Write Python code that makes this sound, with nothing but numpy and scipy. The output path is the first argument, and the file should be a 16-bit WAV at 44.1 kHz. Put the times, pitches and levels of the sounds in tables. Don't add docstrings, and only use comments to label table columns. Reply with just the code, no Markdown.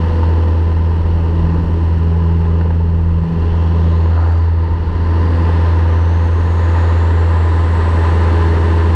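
import sys
import numpy as np
from scipy import signal
from scipy.fft import rfft, irfft, next_fast_len
from scipy.io import wavfile

SR = 44100
rng = np.random.default_rng(int(sys.argv[2]) if len(sys.argv) > 2 else 0)


def dump(signal):
    limited = np.clip(np.atleast_2d(signal).T, -1, 1)
    pcm = np.round(limited * 32767).astype(np.int16)
    wavfile.write(sys.argv[1], SR, pcm)


N = 394694
TIME = np.arange(N) / SR
FREQS_HZ = np.maximum(np.fft.rfftfreq(N, 1 / SR), 1)


def from_db(db):
    return 10 ** (np.asarray(db) / 20)


def curve(rows):
    return np.interp(TIME, *np.transpose(rows))


def drift(rate_hz):
    size = next_fast_len(N, real=True)
    rolloff = 1 + (np.fft.rfftfreq(size, 1 / SR) / rate_hz) ** 4
    slow = irfft(rfft(rng.standard_normal(size)) / rolloff, size)[:N]
    return (slow - slow.mean()) / slow.std()


def swell(at_s, half_s):
    return np.exp(-((TIME - at_s) / half_s) ** 2)


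def swells_db(rows):
    return sum(db * swell(at_s, half_s) for at_s, half_s, db in rows)


# f/Hz, width/Hz, gain/dB
HOUSING_MODES = [(195, 24, 3), (318, 100, 4.5), (503, 20, 2.5), (590, 30, 4), (630, 40, -5),
                 (850, 100, 5.5), (918, 75, 7.5), (1018, 92, 12.3), (1105, 60, -4), (1205, 120, 5.8),
                 (1835, 500, 8.5), (2350, 475, -5.3), (2800, 800, 8.5), (4330, 800, 7), (5620, 380, 5.5),
                 (6650, 400, 2.5), (7130, 400, -2), (7800, 580, 3), (9200, 1240, 3.3), (12600, 900, 3.5)]

def air_noise(spectrum, flow=1):
    hz, db = np.transpose(spectrum)
    colour_db = np.interp(np.log(FREQS_HZ), np.log(hz), db)
    for centre_hz, width_hz, peak_db in HOUSING_MODES:
        colour_db += peak_db / (1 + (2 * (FREQS_HZ - centre_hz) / width_hz) ** 2)
    skirts = np.minimum(FREQS_HZ / hz[0], 1) ** 2 * np.minimum(hz[-1] / FREQS_HZ, 1) ** 6
    gain = from_db(colour_db) * skirts
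    return irfft(rfft(rng.standard_normal(N) * flow) * gain, N) / np.sqrt(np.mean(gain ** 2))


def whistle(hz, half_width_hz, db, flutter_db):
    phase = 2 * np.pi * np.cumsum(hz * (1 + .009 * drift(5))) / SR
    gain = from_db(db + flutter_db * drift(5))
    return gain * (drift(half_width_hz) * np.cos(phase) + drift(half_width_hz) * np.sin(phase))


# t/s, half-length/s, f/Hz, glide/(Hz/s), level/dB
THIN_WHISTLES = [(3.65, .3, 3150, 650, -54), (3.95, .2, 4050, 1300, -55), (3.9, .35, 6620, 700, -68),
                 (4.28, .2, 7020, 700, -70), (4.3, .25, 4450, 300, -58), (5.35, .35, 4700, 600, -56.5),
                 (5.5, 0.3, 8700, 100, -72), (6.15, .2, 6250, 1100, -62.5), (6.45, .35, 8780, 600, -70),
                 (6.75, .33, 6680, 300, -61), (6.7, .2, 7250, 500, -65), (7.3, .3, 7450, 250, -63.5),
                 (7.85, .45, 7830, 150, -61), (7.7, .45, 8900, 450, -65.5), (8.3, .35, 11230, 400, -77)]

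def wires(airspeed_m_s, doublings, hz_per_m_s=125):
    fade_db = 8 * np.maximum(TIME - 8.0, 0)
    wire_db = -61.5 - 2.5 * doublings - fade_db
    out = whistle(hz_per_m_s * airspeed_m_s, half_width_hz=480, db=wire_db, flutter_db=1.0)
    for at_s, half_s, hz, glide_hz_s, db in THIN_WHISTLES:
        pitch_hz = hz + glide_hz_s * (TIME - at_s)
        out += swell(at_s, half_s) * whistle(pitch_hz, half_width_hz=260, db=db, flutter_db=0.5)
    return out


# f/Hz, relative level/dB
RUSH_SPECTRUM = [(110, -20), (400, .5), (800, -8.5), (1500, -11), (2400, -19.5), (2900, -27), (3600, -24.5),
                 (5500, -38.5), (7000, -41.5), (9300, -57.5), (15000, -85.5)]
HISS_SPECTRUM = [(7000, 1.5), (9400, -3.5), (10200, -11.5), (12500, -20.5), (15000, -32.5)]
# t/s, half-length/s, gain/dB
RUSH_SURGES = [(.12, 0.18, 3.5), (5.56, 0.33, 6), (6.79, 0.22, 3), (8.202, 0.41, 2)]
# t/s, level/dB
HISS_DB = [(0, -80.5), (4.6, -75), (5.0, -69), (5.4, -61.5), (6.1, -64.5), (6.8, -57.5), (7.4, -60),
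           (8.1, -54.5), (8.95, -55)]

def slipstream(doublings):
    rush_db = -26.5 + 11 * doublings + swells_db(RUSH_SURGES) + 0.44 * drift(15)
    rush = from_db(rush_db) * air_noise(RUSH_SPECTRUM)
    return rush + from_db(curve(HISS_DB)) * air_noise(HISS_SPECTRUM)


# t/s, half-length/s, level/dB
GUST_SWELLS = [(0.089, 0.12, -25), (1.097, 0.67, -27), (1.618, 0.35, -25), (2.697, 0.93, -27.5),
               (3.352, 0.41, -25), (4.831, 0.28, -22), (5.352, .25, -31.5), (6.404, 0.29, -30),
               (7.8, .3, -30), (8.6, .2, -34)]
# f/Hz, relative level/dB
BUFFET_SPECTRUM = [(20, -13), (30, 1.5), (44, 1.5), (55, -2.5), (70, -1), (100, -9), (130, -15)]

def buffeting(calm_db=-43, full_gust_db=-19.5):
    gust_power = sum((from_db(db) * swell(at_s, half_s)) ** 2 for at_s, half_s, db in GUST_SWELLS)
    strength = np.sqrt(from_db(calm_db) ** 2 + gust_power)
    rumble = from_db(0.8) * strength * air_noise(BUFFET_SPECTRUM)
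    return rumble, strength / from_db(full_gust_db)


def puffs(beat, depth_db, uneven_db, lag_rad):
    imbalance_db = uneven_db * (np.cos(beat / 2) + np.cos(beat / 4))
    gate = from_db(depth_db * np.cos(beat - lag_rad) + imbalance_db)
    return gate / np.sqrt(np.mean(gate ** 2))


# f/Hz, relative level/dB
CHOP_SPECTRUM = [(150, -6.5), (400, -5), (750, 5), (1000, -9.5), (1400, -0.5), (2000, -22), (3000, -26)]
CRACKLE_SPECTRUM = [(3000, 0), (5000, -1), (7300, -3), (8500, -11), (10000, -22)]

def chopping(beat, clicks_per_s=330):
    chop = from_db(-29.5) * swell(4.23, 0.14) * puffs(beat, depth_db=5, uneven_db=-1, lag_rad=-0.47)
    clicks = (rng.random(N) < clicks_per_s / SR) * np.sqrt(SR / clicks_per_s)
    crackle = from_db(-59) * swell(4.34, .17) * clicks
    return air_noise(CHOP_SPECTRUM, chop) + air_noise(CRACKLE_SPECTRUM, crackle)


# t/s, thud level/dB, ring level/dB
EXHAUST_POPS = [(.231, -25, -13), (2.451, -23, -33), (2.513, -25, -33), (2.610, -17.5, -27),
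                (2.705, -22, -29), (4.057, -22, -21)]
# f/Hz, relative level/dB
THUD_SPECTRUM = [(200, -1.5), (450, 7), (750, -3.5), (1000, -12.5), (1400, -6.5), (2000, -16.5),
                 (3000, -22.5), (4500, -36)]
RING_SPECTRUM = [(800, -5), (950, 0), (1150, -6)]

def pops(attack_s=0.0014, decay_s=0.006):
    at_s, thud_db, ring_db = np.transpose(EXHAUST_POPS)
    age_s = TIME - at_s[:, None]
    bursts = np.clip(age_s / attack_s, 0, 1) * np.exp(-np.abs(age_s) / decay_s)
    thuds = air_noise(THUD_SPECTRUM, from_db(thud_db) @ bursts)
    return thuds + air_noise(RING_SPECTRUM, from_db(ring_db) @ bursts)


# f/beat rate, base level/dB
ORDERS = [(.5, -40.5), (.75, -38), (1.25, -44.5), (1.75, -50.5), (2.25, -45), (3, -41.5), (3.5, -42),
          (4, -39), (4.5, -47), (5, -41), (5.5, -45.5), (6, -41), (7, -55), (8, -55), (10.25, -51),
          (11, -49.5), (12, -51.5), (12.25, -55), (12.5, -51.5)]
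# t/s, half-length/s, f/beat rate, gain/dB
ORDER_BLOOMS = [(.35, .25, 4, 4), (.35, .4, 6, 7), (.4, .5, 12.25, 5), (1.4, .5, .5, 10), (1.5, .25, 4, 4),
                (1.5, .35, 3.5, 10), (2.0, 1.0, 6, -8), (2.3, .35, 10.25, 8), (2.45, .35, 5, 9),
                (3.5, .6, 5, 3), (4.65, .2, 11, 11), (4.9, .3, 4, 3), (5.45, .3, 3, 9), (5.45, .25, 3.5, 6),
                (5.5, .35, 11, 6), (5.55, .35, 12.5, 8), (5.6, .4, 12.25, 10), (5.9, .7, 6, 4),
                (6.75, .3, 11, 13), (7.1, .35, 5, 6), (7.1, 1.2, 12, 6.5), (7.2, .5, 12.5, 7),
                (7.0, .8, 4.5, 7), (8.2, .4, 12.25, 9), (8.5, .4, 11, 6), (8.5, .55, 5, 11),
                (8.5, .5, 4, 2), (8.4, .6, 6, -4), (8.4, .5, 2.25, 7), (8.4, .5, 1.75, 6)]

def exhaust_tones(beat, fade_db=2.5, scatter_rad=0.056):
    out = np.zeros(N)
    for order, db in ORDERS:
        bloom_db = swells_db((at_s, half_s, gain_db)
                             for at_s, half_s, blooming, gain_db in ORDER_BLOOMS if blooming == order)
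        phase = order * (beat + scatter_rad * drift(6.8)) + rng.uniform(0, 2 * np.pi)
        out += from_db(db + bloom_db + fade_db * drift(3.5)) * np.cos(phase)
    return np.sqrt(2) * out


# f/Hz, relative level/dB
ROAR_SPECTRUM = [(110.0, -6.5), (190.0, -0.5), (300.0, -9), (450.0, -5.5), (700.0, -20.5), (1500.0, -25)]
RASP_SPECTRUM = [(110, -1.5), (300, 2), (600, -2.5), (1200, -13.5), (2300, -19.5), (2850, -20.5),
                 (3700, -26.5), (4250, -27.5), (5200, -30), (6500, -38), (9400, -52.5), (15000, -68)]
SIZZLE_SPECTRUM = [(7500, 3), (9400, -2), (10300, -4.5), (15000, -13.5)]
# t/s, level/dB
RASP_DB = [(0, -28.5), (.35, -30), (.8, -32.5), (1.55, -32), (2.0, -33), (2.5, -33.5), (2.85, -37),
           (3.2, -36), (3.5, -31), (3.95, -31), (4.6, -39), (5.2, -30), (6.2, -34.5), (7.4, -35.5),
           (8.2, -29.5), (8.95, -28.5)]
SIZZLE_DB = [(0, -64), (.85, -68), (1.75, -66), (2.5, -69), (2.9, -70), (3.6, -68), (4.03, -67),
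             (4.08, -75), (4.6, -76), (5.3, -68.5), (8.95, -68)]
# t/s, half-length/s, gain/dB
ROAR_SWELLS = [(.38, .09, 2), (1.52, .09, 3), (2.65, .1, 2), (5.2, .13, 1.5), (8.15, .12, 1.5)]

def exhaust(beat, doublings, gustiness):
    rasp_db = curve(RASP_DB)
    roar_db = -29 + 0.59 * (rasp_db + 33) + 0.7 * doublings + 1.5 * gustiness
    tones = from_db(roar_db - roar_db.mean()) * exhaust_tones(beat)
    roar_flow = puffs(beat, depth_db=2.5, uneven_db=1.0, lag_rad=-0.39)
    rasp_flow = puffs(beat, depth_db=1.5, uneven_db=0.5, lag_rad=1.8)
    sizzle_flow = puffs(beat, depth_db=2.0, uneven_db=0.5, lag_rad=1.8)
    roar = from_db(roar_db + swells_db(ROAR_SWELLS)) * air_noise(ROAR_SPECTRUM, roar_flow)
    rasp = from_db(rasp_db + 0.49 * drift(30)) * air_noise(RASP_SPECTRUM, rasp_flow)
    sizzle = from_db(curve(SIZZLE_DB)) * air_noise(SIZZLE_SPECTRUM, sizzle_flow)
    return tones + roar + rasp + sizzle


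def throb_db(gustiness, depth_db=1.2, rate_hz=15.4):
    cycle = 2 * np.pi * rate_hz * TIME + 0.41 * drift(2.6)
    dips = ((1 + np.cos(cycle)) / 2) ** 2 * (1 + np.cos(cycle / 2) / 2)
    return depth_db * gustiness * (dips.mean() - dips)


# t/s, depth/dB, half-length/s
HUM_SAGS = [(1.535, 6, 0.012), (1.657, 10, 0.012), (1.991, 10, 0.0066), (3.298, 18, 0.046),
            (4.686, 3, 0.019), (4.834, 2.5, .04), (4.933, 11, 0.018)]
# t/s, depth/dB
SHUDDER_DB = [(0, .4), (3.6, .4), (4.15, .05), (5.2, .55), (6.5, .65), (7.15, .1), (7.8, .85), (8.95, .95)]
# t/s, level/dB
OCTAVE_DB = [(0, -22), (.13, -33), (.3, -29), (.45, -33), (.7, -28), (1.12, -27.5), (1.48, -18),
             (1.82, -26), (2.22, -20.5), (2.76, -23), (3.15, -21), (3.33, -17.3), (3.45, -26),
             (3.86, -20.3), (4.05, -26), (4.27, -39), (4.62, -29.5), (4.97, -29), (5.08, -39), (5.5, -24.8),
             (5.9, -34), (8.3, -34.5), (8.55, -29), (8.95, -36)]

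def drone(beat, gustiness, duck_db=5.5):
    hum_db = -10.5 - duck_db * gustiness + throb_db(gustiness)
    hum_db += curve(SHUDDER_DB) * np.cos(beat / 4)
    hum_db -= sum(depth_db * swell(at_s, half_s) for at_s, depth_db, half_s in HUM_SAGS)
    hum_db += 0.48 * gustiness * drift(27)
    hum = from_db(hum_db) * np.cos(beat)
    polarity = np.tanh((TIME - 4.25) / .08)
    octave = polarity * from_db(curve(OCTAVE_DB) + 0.6 * drift(4.7)) * np.cos(2 * beat)
    return np.sqrt(2) * (hum + octave)


# t/s, f/Hz
FIRING_HZ = [(0, 82.4), (3, 83.0), (3.8, 82.6), (4.3, 83.1), (4.9, 82.7), (5.2, 83.8), (5.8, 83.4),
             (6.6, 84.1), (7.9, 83.1), (8.95, 82.9)]

def engine(doublings, gustiness):
    beat = 2 * np.pi * np.cumsum(curve(FIRING_HZ)) / SR + np.pi / 2
    return drone(beat, gustiness) + exhaust(beat, doublings, gustiness) + chopping(beat) + pops()


# t/s, speed/(m/s)
AIRSPEED_M_S = [(0, 24), (1.2, 22), (3.2, 22), (3.8, 26.5), (4.3, 34.5), (5.4, 37.5), (6.15, 49), (7.2, 59),
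                (7.7, 62.8), (8.95, 62.3)]

def scene(dive_m_s=60):
    airspeed_m_s = curve(AIRSPEED_M_S)
    doublings = np.log2(airspeed_m_s / dive_m_s)
    rush = slipstream(doublings)
    rumble, gustiness = buffeting()
    return (rush + rumble + engine(doublings, gustiness) + wires(airspeed_m_s, doublings))[None]


def record(dry, fade_in_s=.004, cutoff_hz=15700):
    lowpass = signal.cheby2(14, 60, cutoff_hz, fs=SR, output="sos")
    return signal.sosfilt(lowpass, dry * np.minimum(TIME / fade_in_s, 1))


dry = scene()
out = record(dry)
dump(out)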